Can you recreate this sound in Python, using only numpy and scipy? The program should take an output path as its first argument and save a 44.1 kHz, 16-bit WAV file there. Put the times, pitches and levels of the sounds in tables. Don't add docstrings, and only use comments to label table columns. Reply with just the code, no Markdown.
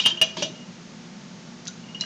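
import sys
import numpy as np
from scipy import signal
from scipy.fft import rfft, irfft, next_fast_len
from scipy.io import wavfile

SR = 44100
rng = np.random.default_rng(int(sys.argv[2]) if len(sys.argv) > 2 else 0)


def transcribe(u):
    v = np.clip(np.atleast_2d(u).T, -1, 1)
    q = np.round(v * 32767).astype(np.int16)
    wavfile.write(sys.argv[1], SR, q)


N = 90404
T = np.arange(N) / SR


def amp(db):
    return 10 ** (np.asarray(db) / 20)


def unit(x):
    return x / np.sqrt(np.mean(x ** 2) + 1e-20)


def along(points, hz):
    point_hz, values = np.transpose(points)
    return np.interp(np.log(hz + 1), np.log(point_hz + 1), values)


def filtered(x, response):
    size = next_fast_len(N + SR // 2)
    spectrum = rfft(x, size) * response(np.fft.rfftfreq(size, 1 / SR))
    return irfft(spectrum, size)[..., :N]


def noise(colour):
    white = rng.standard_normal(N)
    return unit(filtered(white, lambda hz: amp(along(colour, hz))))


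def fade(t60, rise=0.00072):
    return amp(-60 * T / t60) * (1 - np.exp(-T / rise))


WAVER, WAVER_PER_S = .0035, 106


def ring(modes, scatter_db=0):
    knots = rng.standard_normal(size=1024)
    drift = np.interp(T * WAVER_PER_S, np.arange(len(knots)), knots)
    clock = T + WAVER * np.cumsum(drift) / SR
    out = np.zeros(N)
    for hz, db, t60 in modes:
        level = amp(db + scatter_db * rng.standard_normal())
        out += level * np.sin(2 * np.pi * hz * clock) * fade(t60)
    return out


def add(track, s, sound):
    start = max(0, round(s * SR))
    track[start:start + len(sound)] += sound[:N - start]


# pitch_hz, t60_s
ROOM_T60 = [(200, 0.55), (700, 0.39), (3000, 0.38), (7000, 0.34)]
WALLS_T60, WALLS_DB, ROOM_DB = 0.071, -7, -12.5


def in_room(x):
    hz, t, grains = signal.stft(rng.standard_normal(SR // 2), SR, nperseg=256)
    decay = amp(-60 * t / along(ROOM_T60, hz)[:, None])
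    tail = signal.istft(grains * decay, SR, nperseg=256)[1][:SR // 2]
    tail *= 1 - np.exp(-T[:len(tail)] / .01)
    walls = (rng.standard_normal(N) * fade(WALLS_T60, rise=0.003))[:len(tail)]
    room_echo = amp(ROOM_DB) * tail / np.linalg.norm(tail)
    wall_echo = amp(WALLS_DB) * walls / np.linalg.norm(walls)
    return x + signal.fftconvolve(x, room_echo + wall_echo)[:N]


# start_s, rim_db, twin_db, overtones_db, tilt_db_per_octave, crack_db, hollow_knock_db, rim_t60_s
CLINKS = [(0.0, -4, -25, -30, 0, -25, -58, 0.019), (0.039, -22.5, -23, -54.5, -6, -40, -73, 0.093),
          (.053, -10, -37, -42, 0, -34, -52, 0.078), (.0604, -6.5, -2.5, -34.5, -10, -12.5, -38, 0.088),
          (.1725, -23.5, -35, -43, -3, -42, -45, 0.066), (0.2143, -2, -17, -15.5, -1.5, -8.5, -22, 0.066),
          (0.369, -47, -31, -49, 7.5, -24.5, -32, .1), (.4232, -23.5, -25, -27.5, 11.5, -21, -33.5, 0.25),
          (.556, -41.5, -60, -65, 5, -46, -57, .25), (.607, -41.5, -63, -56, 4, -66, -74, 0.17),
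          (1.839, -41, -65, -82, 0, -60, -66, 0.071), (1.887, -39, -68, -70, -10, -74, -76, 0.073),
          (1.947, -25, -42.5, -49, -6, -37.5, -54, 0.072), (2.018, -24, -40, -40, 7.5, -38.5, -45, 0.082)]
# pitch_hz, relative_db, t60_s
OVERTONES = [(2440, -5.5, 0.16), (2731, -2, 0.083), (3295, -12, 0.22), (3416, -7.5, 0.13),
             (3787, -6, 0.054), (3914, -6.5, 0.076), (4857, -3.5, 0.068), (5676, -4.5, 0.12),
             (6070, -6, 0.089), (6200, -18.5, 0.27), (6735, -22.5, 0.12)]
# pitch_hz, relative_db, t60_s
HOLLOW = [(173, -14, .25), (364, -22.5, 0.22), (642.4, 0.5, 0.18), (963, -1, 0.045)]
# pitch_hz, relative_db
CRACK = [(60, -18), (150, 2.5), (500, -3), (1000, 1.5), (1900, -1.5), (3000, -4.5), (6000, -3.5),
         (9000, -7)]
RIM_HZ, TWIN_HZ, TWIN_T60 = 2871, 3144.5, .11
TILT_PIVOT_HZ = 4000
CRACK_T60, RATTLE_DB, RATTLE_T60 = 0.033, -22, 0.13


def clinks():
    out = np.zeros(N)
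    crack_shape = fade(CRACK_T60) + amp(RATTLE_DB) * fade(RATTLE_T60)
    for s, rim_db, twin_db, over_db, tilt_db, crack_db, knock_db, t60 in CLINKS:
        rim = ring([(RIM_HZ, rim_db, t60), (TWIN_HZ, twin_db, TWIN_T60)])
        tilted = [(hz, db + over_db + tilt_db * np.log2(hz / TILT_PIVOT_HZ), life)
                  for hz, db, life in OVERTONES]
        upper = ring(tilted, scatter_db=1)
        crack = amp(crack_db) * noise(CRACK) * crack_shape
        knock = amp(knock_db) * ring(HOLLOW, scatter_db=3)
        add(out, s, in_room(rim + upper + crack + knock))
    return out


# start_s, length_s, first_level_db, last_level_db
SCRAPES = [(0.0, 0.062, -25, -34), (0.059, 0.061, -17, -39), (0.367, .05, -35, -32),
           (0.424, 0.068, -25, -46)]
# pitch_hz, relative_db
GRIT = [(100, -5.5), (400, -5.5), (1000, -11), (1900, -9.5), (2500, -1), (3300, 6), (4000, 5.5), (5400, -2),
        (7000, -4)]
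SLIPS_PER_S, SCRAPE_RELEASE_S = 6000, 0.084
SINGING_DB, SCRAPE_DAMPING = -5.5, 0.38


def scrapes():
    slips = rng.standard_normal(N) * (rng.random(N) < SLIPS_PER_S / SR)
    grit = unit(filtered(slips, lambda hz: amp(along(GRIT, hz))))
    damped = ring([(hz, db, t60 * SCRAPE_DAMPING) for hz, db, t60 in OVERTONES])
    singing = unit(signal.fftconvolve(grit, damped)[:N])
    strokes = np.zeros(N)
    for s, length, first_db, last_db in SCRAPES:
        end = s + length
        times = [s - .004, s, end, end + SCRAPE_RELEASE_S]
        strokes += amp(np.interp(T, times, [-120, first_db, last_db, -120]))
    return in_room(unit(grit + amp(SINGING_DB) * singing) * strokes)


# pitch_hz, relative_db_per_hz
AIR = [(20, -17), (90, -20.5), (120, -12.5), (150, -7.5), (178, 0), (235, -4.5), (300, -15.5), (600, -18),
       (900, -21.5), (1200, -22), (3000, -24.5), (7000, -26)]
# pitch_hz, rms_db
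HUM = [(119, -61), (170, -53), (239, -52.5), (360, -60.5), (886, -63.5)]
AIR_DB = -41


def room_tone():
    hum = np.zeros(N)
    for hz, db in HUM:
        hum += amp(db) * np.sqrt(2) * np.sin(2 * np.pi * (hz * T + rng.random()))
    return amp(AIR_DB) * noise(AIR) + hum


# start_s, pitch_hz, level_db, t60_s
PLOPS = [(.122, 353, -31, 0.11), (.377, 360.6, -30, 0.21), (.4225, 589, -10.5, 0.047),
         (.462, 624, -24, 0.074)]


def plops():
    out = np.zeros(N)
    for s, hz, db, t60 in PLOPS:
        add(out, s, amp(db) * np.sin(2 * np.pi * hz * T) * fade(t60, rise=0.0042))
    return in_room(out)


# start_s, level_db
SLOSHES = [(.37, -27), (.83, -39)]
# pitch_hz, relative_db
SLOSH = [(60, -28.5), (140, -3), (240, 3), (320, -3), (440, -2.5), (520, -17), (900, -29.5), (2000, -40)]


def slosh():
    out = np.zeros(N)
    for s, db in SLOSHES:
        add(out, s, amp(db) * noise(SLOSH) * fade(t60=.5, rise=0.057))
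    return out


# start_s, centre_hz, width_hz, peak_db
TICKS = [(1.6543, 5500, 2000, -29), (1.663, 1660, 69.6, -36.5), (1.6706, 4440, 1800, -22),
         (1.6761, 5660, 1010, -20), (1.679, 6330, 503, -20), (1.6817, 3900, 400, -23),
         (1.685, 3940, 45, -34), (1.683, 1450, 40, -38), (2, 4060, 61, -34.5), (2.0092, 5500, 1810, -13.5),
         (2.0096, 4080, 50, -18.5), (2.037, 1520, 710, -28)]


def smacks_and_ticks():
    out = np.zeros(N)
    for s, hz, width, db in TICKS:
        burst = rng.standard_normal(N) * fade(t60=0.01)
        tick = filtered(burst, lambda f: 1j * f * width / (hz * hz - f * f + 1j * f * width))
        add(out, s, amp(db) * tick / np.abs(tick).max())
    return in_room(out)


# pitch_hz, side_db
SIDE = [(100, -43), (300, -45), (700, -37), (2800, -30), (4500, -29), (7000, -11.5)]


def scene():
    near = clinks() + scrapes() + plops() + slosh() + smacks_and_ticks()
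    smeared = in_room(near) - near
    side = filtered(smeared, lambda hz: amp(along(SIDE, hz)))
    mid = near + room_tone()
    return np.array([mid + side, mid - side])


# pitch_hz, gain_db
MIC = [(40, -10.5), (80, -10), (120, -0.5), (6500, -1), (7200, -5.5), (7800, -16.5), (8600, -24.5),
       (9200, -50), (10500, -68)]
LIMIT_DB, RELEASE_DB_PER_S, LIMITER_LAG_S = -4.5, 1198, 0.00026
CLIP_DB, CLIP_KNEE = -8.5, 5
TOP_HZ = 15900


def record(dry):
    x = filtered(dry, lambda hz: amp(along(MIC, hz)))
    peak_db = 20 * np.log10(np.abs(x).max(axis=0) + 1e-9)
    over_db = np.maximum(peak_db - LIMIT_DB, 0)
    recovery_db = RELEASE_DB_PER_S * T
    cut_db = np.maximum.accumulate(over_db + recovery_db) - recovery_db
    lagged_db = filtered(cut_db, lambda hz: 1 / (1 + 2j * np.pi * hz * LIMITER_LAG_S))
    x = x * amp(-lagged_db)
    x = x / (1 + np.abs(x / amp(CLIP_DB)) ** CLIP_KNEE) ** (1 / CLIP_KNEE)
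    return filtered(x, lambda hz: 1 / np.sqrt(1 + (hz / TOP_HZ) ** 200))


dry = scene()
out = record(dry)
transcribe(out)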